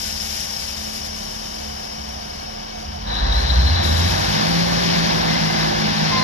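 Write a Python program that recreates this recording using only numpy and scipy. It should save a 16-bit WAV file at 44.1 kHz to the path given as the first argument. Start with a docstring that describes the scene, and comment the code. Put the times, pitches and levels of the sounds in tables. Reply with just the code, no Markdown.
"""Diesel railcar pulling away

Two idling engines throb while air hisses from the brakes; then both rev up and their notes beat together.
A loose panel rattles, the roar sags slightly as the train takes up the load, and a wheel squeals at the end.
Engine notes and squeal are sums of sine waves that follow a moving pitch; roar, air and clatter are
shaped noise; metal parts and pipes are resonances. Two microphone ports hear it all in stereo."""
import sys
import numpy as np
from scipy import signal
from scipy.fft import rfft, irfft, next_fast_len
from scipy.io import wavfile
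from scipy.ndimage import uniform_filter1d

SR = 44100
rng = np.random.default_rng(int(sys.argv[2]) if len(sys.argv) > 2 else 0)


def to_wav(sig):
    """Store sig (one row per channel, or 1-D mono) as 16-bit WAV at the path in sys.argv[1].

    Samples outside -1..1 are clipped; the rate is SR.
    """
    pcm = np.clip(np.atleast_2d(sig), -1, 1) * 32767
    pcm = np.round(pcm).astype(np.int16)
    wavfile.write(sys.argv[1], SR, pcm.T)  # frames by channels


N = 274743
TIME = np.arange(N) / SR   # seconds
SIZE = next_fast_len(N + 4096)
FREQS = np.arange(SIZE // 2 + 1) * SR / SIZE   # Hz

# Levels in the tables are before any further gain in the functions.
# One engine cycle is six firings; an "order" is a multiple of the cycle rate.
# Exhaust tones at idle and under load: (order, level [dB])
IDLE_EXHAUST_LINES = [(10, -5), (12, 0), (16, -17)]
LOADED_EXHAUST_LINES = [(3, -40), (4, -48), (6, -48), (7, -42.5), (8, -48), (10, -36.5), (11, -39.5),
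                        (13, -42), (14, -36.5), (15, -40), (17, -47.5), (18, -44.5), (20, -38), (21, -44.5),
                        (27, -38), (30, -39), (42, -42), (48, -41)]
# Exhaust tones that drone in the tailpipe: (order, level [dB])
TAILPIPE_DRONES = [(9, -18), (12, -24)]
# Resonances of silencer and tailpipe: (frequency [Hz], width [Hz], level [dB])
SILENCER_MODES = [(173, 16, -4), (157, 14, -8.5), (211, 14, -4)]
# Firing note of each engine, swelling as it crosses its silencer's resonances: (time [s], level [dB])
NEAR_NOTE_LEVELS = [(3.0, -60), (3.18, -28), (3.24, -20), (3.31, -17.5), (3.39, -19), (3.47, -22),
                    (3.53, -16.5), (3.59, -9.5), (3.65, -15), (3.72, -19), (3.79, -29), (3.85, -23),
                    (3.89, -15.5), (3.97, -15.5), (4.06, -18.5), (4.11, -26), (4.17, -22.5), (4.42, -38.5)]
FAR_NOTE_LEVELS = [(2.8, -73.5), (2.92, -39), (3.1, -29), (3.19, -32.5), (3.23, -18.5), (3.39, -21),
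                   (3.5, -20), (3.59, -24), (3.66, -17.5), (3.72, -17), (3.81, -20.5), (3.87, -33),
                   (4.2, -45)]
# Harmonics of one firing pulse: (multiple of the firing rate, level [dB])
PULSE_HARMONICS = [(1, -2), (2, -18), (3, -21.5)]
# How the idle throb rises and falls: (time [s], level [dB])
IDLE_THROB_LEVELS = [(0.0, -47), (0.02, -41.5), (0.45, -41), (0.99, -40.5), (1.26, -49), (1.75, -37),
                     (1.86, -54), (2.02, -37), (2.64, -47), (2.65, -60), (2.85, -41), (2.92, -33),
                     (3.02, -38), (3.07, -53)]
# Body panels that sing when an engine tone crosses them: (order, frequency [Hz], width [Hz], level [dB])
BODY_PANELS = [(30, 573, 8, -30), (36, 677, 6.6, -32), (18, 334, 12, -35), (20, 359, 3, -41)]
# Resonances of engine block and underframe: (frequency [Hz], width [Hz], level [dB])
BLOCK_MODES = [(522.4, 11.5, -1), (606, 40, -8), (707, 39, -1), (791, 24, 0), (911, 41, -2), (1010, 30, -9),
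               (1127, 52, -6.5), (1543, 82, -5), (1681, 23, -1.5)]
# Extra fuel while the engines pick up: (start [s], attack [s], end [s], release [s])
FUEL_SURGE = (2.72, 1.06, 4.12, 0.21)
# Noise colours of combustion at idle and under load, exhaust rumble, and fan and turbo rush:
# (frequency [Hz], level [dB per Hz])
IDLE_COLOUR = [(18, -82), (32, -72), (65, -84), (110, -67), (190, -65), (290, -68.5), (450, -66),
               (700, -64), (1000, -68), (1300, -73), (2600, -77), (5000, -76.5), (7500, -97.5),
               (14000, -108)]
ROAR_COLOUR = [(80, -71), (170, -57), (260, -56.5), (340, -56.5), (450, -57), (550, -53), (750, -52.5),
               (1000, -55.5), (1300, -60.5), (1750, -56.5), (2500, -73), (5000, -67), (7500, -117),
               (14000, -105)]
RUMBLE_COLOUR = [(22, -90), (33, -93), (50, -43), (85, -45.5), (120, -51), (180, -50.5), (260, -59),
                 (450, -99), (1500, -100)]
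RUSH_COLOUR = [(1200, -86), (2100, -59.5), (2600, -62.5), (3200, -61.5), (3700, -60.5), (4150, -59.5),
               (4430, -59), (4750, -59.5), (5350, -59.5), (5900, -66), (6700, -73), (8000, -99),
               (14000, -105)]
# Hard knocks of the loose panel: (time [s], strength [dB])
PANEL_KNOCKS = [(3.151, -22), (3.321, -24), (3.498, -23), (3.666, -21), (3.755, -24), (3.826, -28)]
# Resonances of the loose panel: (frequency [Hz], width [Hz], level [dB])
PANEL_MODES = [(1660, 87, -27), (3510, 370, -7), (3880, 250, -3), (3995, 190, 5.5), (4360, 130, -18)]
# The panel's ring shifts as it is pressed and eased: (time [s], pitch [share of normal])
PANEL_BEND = [(3.07, 0.99), (3.3, 0.98), (3.52, 1.03), (3.68, 1.024), (3.85, .99), (4.1, .97)]
# Brake air let out in steps: (start [s], level [dB], hold [s], decay time [s])
AIR_STEPS = [(-.1, -43, 0.49, 1.2), (3.103, -63, 0.45, 0.55), (3.306, -55.5, 0.61, 0.6),
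             (3.815, -45.5, 0.1, 2.96)]
# Noise colour of the air jet: (frequency [Hz], level [dB per Hz])
JET_COLOUR = [(500, -104), (1500, -70), (3000, -68.5), (4500, -67), (6000, -65.5), (7500, -69),
              (8600, -78.5), (9700, -70.5), (12000, -75.5), (13000, -75.5), (14300, -105)]
# Resonances of the air pipe: (frequency [Hz], width [Hz], level [dB])
PIPE_MODES = [(3080, 200, -17), (3700, 53, -10.5), (4280, 94, -9.5), (4580, 60, -5), (4790, 39, -6),
              (5030, 190, -5), (5353, 79, 2.5), (5475, 68, -4.5), (5660, 39, -0.5), (5920, 220, -10.5),
              (6340, 49, -6)]
# Partials of the wheel squeal: (multiple of its pitch, start [s], level [dB])
SQUEAL_LINES = [(1, 6.108, -26.5), (2, 6.12, -32), (4, 6.16, -31)]
# Whines of the machinery: (start [s], end [s], frequency [Hz], width [Hz], level [dB])
MACHINE_WHINES = [(1.475, 3.293, 723, 26, -43), (3.7, 4.12, 357, 35, -37), (5.257, 5.58, 2056, 35.9, -34.5)]
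# Resonances of the fan duct: (frequency [Hz], width [Hz], level [dB])
DUCT_MODES = [(721, 31, 0.5), (2247, 36, -4.0), (3013, 200, -6.0)]
# Loudness of the left port over the right: (frequency [Hz], difference [dB])
LEFT_OVER_RIGHT = [(60, 0), (91, .3), (140, 1.5), (210, 1.7), (320, -.5), (490, -3.5), (740, -5),
                   (1120, -4), (1700, -.5), (2580, 2), (3920, 10.5), (5960, 12.5), (8500, 0), (13700, 0)]
# How far the left port leads the right: (frequency [Hz], phase [radians])
LEFT_LEAD = [(0, 0), (70, -.15), (170, -.8), (300, -2.1), (600, -3.2), (1600, -3.0), (1750, -4.6),
             (2450, -4.5), (2700, -5.3), (3450, -5.8), (3700, -7.9), (4570, -9.4), (6370, -14.3),
             (7670, -21.7), (9560, -23), (11000, -24.6), (14000, -25.3)]
# How alike the two ports sound: (frequency [Hz], likeness [0 to 1])
PORT_LIKENESS = [(70, 1), (150, 0.95), (300, 0.87), (700, 0.85), (1400, 0.44), (2300, 0.92), (3500, 0.54),
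                 (4200, 1), (5500, 0.5), (7000, 0.12), (8500, 1), (12000, 0.87)]

# Engine speed, in firings per second; the far engine starts first and runs a little slower at the top
IDLE_HZ, NEAR_TOP_HZ, FAR_TOP_HZ, CLIMB_HZ_PER_S = 37.4, 114.6, 112.3, 53
REV_S, FAR_LEAD_S, TOP_HOLD_S, FLYWHEEL_S = 3.115, .27, .25, 0.158
SAG_HZ, SAG_S = 11, .9
FAR_EXHAUST_DB = -9
IN_STEP_S = 3.587   # the two beating notes are in step at this moment
# Load comes on as the throttle opens and grows with a power of speed
THROTTLE_S, THROTTLE_ATTACK_S, LOAD_POWER, IDLE_LOAD_DB = 3.035, 0.072, 0.7, -50
# Beat of the firing notes at idle
IDLE_FIRING_DB, BEAT_HZ, BEAT_LULL_S, BEAT_DEPTH = -43.5, 0.72, 0.63, 0.66
# Exhaust rumble: a steady part, a part that follows the load and a part that follows the surge
RUMBLE_IDLE_DB, RUMBLE_LOAD_DB, RUMBLE_SURGE_DB = -22.5, -13.5, -5.5
# Breathy turbo whistle, which follows a power of speed
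TURBO_HZ, TURBO_WIDTH_HZ, TURBO_DB, TURBO_POWER = 4385, 82, -37, 24
# The panel buzzes under load until the firing rate outruns it
BUZZ_DB, BUZZ_STOP_HZ, BUZZ_STOP_STEEPNESS = -24, 96, 13
BUZZ_WANDER, PIPE_WANDER, BLOCK_WANDER = .008, .004, .012   # shares of their pitch
VALVE_OPENS_S, PIPE_FADE_DB_PER_S = 0.029, 0.16
# The squeal starts a little sharp and settles on its pitch
SQUEAL_HZ, SQUEAL_SHARP_HZ, SQUEAL_SETTLE_S, SQUEAL_ATTACK_S = 1026, 39.4, 0.041, 0.015
CUTOFF_HZ = 14300


def engine_speed(start, top_hz):
    """Firings per second: idle, even climb, short hold, sag under load; the flywheel rounds the corners."""
    top_s = start + (top_hz - IDLE_HZ) / CLIMB_HZ_PER_S
    sag = SAG_HZ * (1 - np.exp(-np.maximum(TIME - top_s - TOP_HOLD_S, 0) / SAG_S))
    speed = np.interp(TIME, [start, top_s], [IDLE_HZ, top_hz]) - sag
    return uniform_filter1d(speed, int(FLYWHEEL_S * SR), mode="nearest")


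def firing_note(firing, levels):
    """Each firing gives one firm, rounded pulse, so the note glides with engine speed."""
    firings = np.cumsum(firing) / SR
    angle = 2 * np.pi * (firings - np.interp(IN_STEP_S, TIME, firings))
    pulses = sum(from_db(db) * np.exp(1j * k * angle) for k, db in PULSE_HARMONICS)
    level = from_db(np.interp(TIME, *np.transpose(levels)))
    return np.sqrt(2) * level * np.array([pulses.real, pulses.imag])


def exhaust(firing, load):
    """Six unequal cylinders give tones at multiples of the cycle rate; some swell in the silencer."""
    cycle_hz = firing / 6
    cycles = np.cumsum(cycle_hz) / SR
    lines = sum(from_db(db) * tone(k * cycles, rough=0.31, rate=2.3) for k, db in LOADED_EXHAUST_LINES)
    drone = 0
    for k, db in TAILPIPE_DRONES:
        swell = resonances(SILENCER_MODES, k * cycle_hz)
        drone = drone + from_db(db) * swell * tone(k * cycles, rough=0.12, rate=2.5)
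    return load * (drone + (firing / firing.max()) ** 3.3 * lines)


def body(firing, load):
    """Each body panel swells while its engine tone passes through its resonance."""
    cycle_hz = firing / 6
    cycles = np.cumsum(cycle_hz) / SR
    singing = 0
    for k, hz, width, db in BODY_PANELS:
        swell = resonances([(hz, width, db)], k * cycle_hz)
        singing = singing + swell * tone(k * cycles, rough=.15, rate=3.6)
    return load * singing


def idle(firing, load):
    """At idle the exhausts throb unevenly and their firing notes beat slowly; load fades this out."""
    firings = np.cumsum(firing) / SR
    cycles = firings / 6
    lines = sum(from_db(db) * tone(k * cycles, rough=0.39, rate=3.4) for k, db in IDLE_EXHAUST_LINES)
    lull = np.cos(np.pi * BEAT_HZ * (TIME - BEAT_LULL_S)) ** 2
    beat = from_db(IDLE_FIRING_DB) * (1 - BEAT_DEPTH * lull)
    throb = from_db(np.interp(TIME, *np.transpose(IDLE_THROB_LEVELS)))
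    return np.clip(1 - load, 0, 1) * (beat * tone(firings, rough=0.09, rate=2.5) + throb * lines)


def engine_noise(firing, load, speed, surge):
    """Combustion noise and clatter grow with load; fan and turbo rush grow with speed as well."""
    steady_ring = from_db(-45.5) * ringing(BLOCK_MODES)
    knocking = bent(clatter(firing), 1 + BLOCK_WANDER * drift(3.985))
    block = steady_ring + knocking * (from_db(-48.0) + from_db(-27.5) * load)
    roar = load * coloured(ROAR_COLOUR) * from_db(0.79 * drift(4.5))
    combustion = from_db(-0.14) * coloured(IDLE_COLOUR) + roar
    rush = load * speed * coloured(RUSH_COLOUR) * from_db(0.92 * drift(7.5))
    rumble = from_db(RUMBLE_IDLE_DB) + from_db(RUMBLE_LOAD_DB) * load + from_db(RUMBLE_SURGE_DB) * surge
    turbo = from_db(TURBO_DB) * speed ** TURBO_POWER * ringing([(TURBO_HZ, TURBO_WIDTH_HZ, 0)])
    return combustion + block + rush + turbo + rumble * coloured(RUMBLE_COLOUR)


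def clatter(firing, size=1024):
    """Valves, injectors and gears repeat one dense pattern of knocks every cycle and ring the block."""
    place = np.cumsum(firing) / SR / 6 * size   # position in the repeating pattern
    patterns = rng.standard_normal((2, size))
    knocks = np.array([np.interp(place, np.arange(size), pattern, period=size) for pattern in patterns])
    return rms_one(irfft(rfft(knocks, SIZE) * resonances(BLOCK_MODES), SIZE)[:, :N])


def panel(firing, load):
    """Shaken at low engine speeds, a loose panel buzzes; each hard knock is a flurry of contacts."""
    buzz = load * from_db(BUZZ_DB + 1.44 * drift(27))
    shake = buzz / (1 + (firing / BUZZ_STOP_HZ) ** BUZZ_STOP_STEEPNESS)
    for start, db in PANEL_KNOCKS:
        age = np.maximum(TIME - start, 0)
        shake = shake + from_db(db) * (1 - np.exp(-age / 0.0013)) * np.exp(-age / 0.011)
    pitch = np.interp(TIME, *np.transpose(PANEL_BEND)) + BUZZ_WANDER * drift(14)
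    return shake * bent(ringing(PANEL_MODES), pitch)


def brake_air():
    """Each step opens, holds and drains; as pressure falls the jet fades much faster than the pipe's whistle."""
    power = 0
    for start, db, hold, decay in AIR_STEPS:
        power = power + (from_db(db) * envelope(start, VALVE_OPENS_S, start + hold, decay)) ** 2
    pressure_db = 10 * np.log10(power + 1e-18) + 41
    jet = from_db(pressure_db + 1.1 * drift(15)) * coloured(JET_COLOUR)
    whistle_db = 0.48 * pressure_db - 27.5 - PIPE_FADE_DB_PER_S * TIME
    whistle = bent(ringing(PIPE_MODES), 1 + PIPE_WANDER * drift(5))
    return jet + from_db(whistle_db) * whistle


def wheel_squeal():
    """A wheel slips on the rail and sings at once; its upper partials break in one after another."""
    age = np.maximum(TIME - SQUEAL_LINES[0][1], 0)
    turns = np.cumsum(SQUEAL_HZ + SQUEAL_SHARP_HZ * np.exp(-age / SQUEAL_SETTLE_S)) / SR
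    squeal = 0
    for k, start, db in SQUEAL_LINES:
        rise = np.clip((TIME - start) / SQUEAL_ATTACK_S, 0, 1)
        squeal = squeal + from_db(db) * rise * tone(k * turns, rough=.25, rate=30)
    return squeal


def whines():
    """Parts of the machinery sing for a while: narrow bands of noise, so they sound rough and broken."""
    total = 0
    for start, end, hz, width, db in MACHINE_WHINES:
        level = from_db(db) * envelope(start, attack=0.048, end=end, release=0.093)
        total = total + level * ringing([(hz, width, 0)])
    return total


def cooling_fan():
    """A fan under the floor hums at a steady speed, and its draught rings the duct."""
    hum = tone(215.5 * TIME, rough=.18, rate=2)   # 215.5 Hz
    return from_db(-43.0) * hum + from_db(-43.5) * ringing(DUCT_MODES)


def microphones(x):
    """Direct and scattered sound reach two ports with different shading and delay."""
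    direct, scattered = rfft(x, SIZE)
    alike = np.clip(over_hz(PORT_LIKENESS), 0, 1)
    sides = np.array([[1], [-1]])   # left, right
    pair = np.sqrt((1 + alike) / 2) * direct + sides * np.sqrt((1 - alike) / 2) * scattered
    shade = from_db(sides * over_hz(LEFT_OVER_RIGHT) / 2)
    pair = pair * shade / np.sqrt(np.mean(shade ** 2, axis=0))   # keeps the total power
    lead = np.exp(1j * np.interp(FREQS, *np.transpose(LEFT_LEAD)))
    return irfft(np.array([pair[0] * lead, pair[1]]), SIZE)[:, :N]


def tone(turns, rough, rate):
    """A sine that wanders in strength and phase; direct and scattered copies start at phases of their own."""
    angle = 2 * np.pi * (turns + rng.random((2, 1))) + rough * drift(rate)
    return np.sqrt(2) * (1 + rough * drift(rate)) * np.sin(angle)


def ringing(modes):
    """Resonances kept ringing by turbulence or dense contacts; rms 1."""
    return rms_one(noise(resonances(modes)))


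def resonances(modes, at=FREQS):
    """Gain of a set of resonances at every frequency, or along a moving pitch."""
    power = 0
    for hz, width, db in modes:
        power = power + from_db(db) ** 2 / (1 + (2 * (at - hz) / width) ** 2 / 2) ** 2
    return np.sqrt(power)


def bent(pair, pitch):
    """Bends the pitch of a ringing sound by playing it faster or slower."""
    return np.array([np.interp(np.cumsum(pitch) % N, np.arange(N), ring) for ring in pair])


def coloured(spectrum):
    """Noise with the colour of a spectrum table."""
    return noise(from_db(over_hz(spectrum)))


def noise(gain):
    """Two unrelated noises (direct and scattered sound) with the given amplitude per root Hz."""
    white = rng.standard_normal((2, SIZE))
    return irfft(rfft(white) * gain, SIZE)[:, :N] * np.sqrt(SR / 2)


def over_hz(points):
    """A table read at every frequency, joined on a log axis."""
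    hz, value = np.transpose(points)
    return np.interp(np.log(FREQS + 1), np.log(hz + 1), value)


def drift(rate):
    """Slow random wandering of rms 1, from smoothed noise at one value per 100 samples."""
    r = np.exp(-200 * np.pi * rate / SR)
    white = rng.standard_normal(N // 100 + 1002)
    slow = signal.lfilter([1], [1, -2 * r, r * r], white)[1000:]   # drops the filter's start-up
    return np.interp(np.arange(N) / 100, np.arange(len(slow)), rms_one(slow))


def envelope(start, attack, end, release):
    """Rises evenly, holds until the end, then dies away."""
    return np.clip((TIME - start) / attack, 0, 1) * np.exp(-np.maximum(TIME - end, 0) / release)


def rms_one(x):
    """Scales a sound to rms 1."""
    return x / np.sqrt(np.mean(x ** 2) + 1e-20)


def from_db(db):
    """Turns decibels into an amplitude factor."""
    return 10 ** (np.asarray(db) / 20)


def scene():
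    """Both engines share one throttle; all sources are heard through the two ports."""
    near = engine_speed(REV_S, NEAR_TOP_HZ)
    far = engine_speed(REV_S - FAR_LEAD_S, FAR_TOP_HZ)
    firing = (near + far) / 2
    speed = firing / firing.max()
    throttle = np.clip((TIME - THROTTLE_S) / THROTTLE_ATTACK_S, 0, 1)
    load = from_db(IDLE_LOAD_DB) + throttle * speed ** LOAD_POWER
    surge = envelope(*FUEL_SURGE)
    near_engine = firing_note(near, NEAR_NOTE_LEVELS) + exhaust(near, load) + body(near, load)
    far_engine = firing_note(far, FAR_NOTE_LEVELS) + from_db(FAR_EXHAUST_DB) * exhaust(far, load)
    engines = near_engine + far_engine + idle(firing, load) + engine_noise(firing, load, speed, surge)
    others = panel(firing, load) + brake_air() + whines() + cooling_fan()
    squeal = wheel_squeal()[0]   # reaches both ports alike
    return microphones(engines + others) + squeal


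def record(dry):
    """Cuts the top of the treble steeply."""
    lowpass = signal.ellip(10, .2, 80, CUTOFF_HZ, fs=SR, output="sos")
    return signal.sosfilt(lowpass, dry)


dry = scene()
out = record(dry)
to_wav(out)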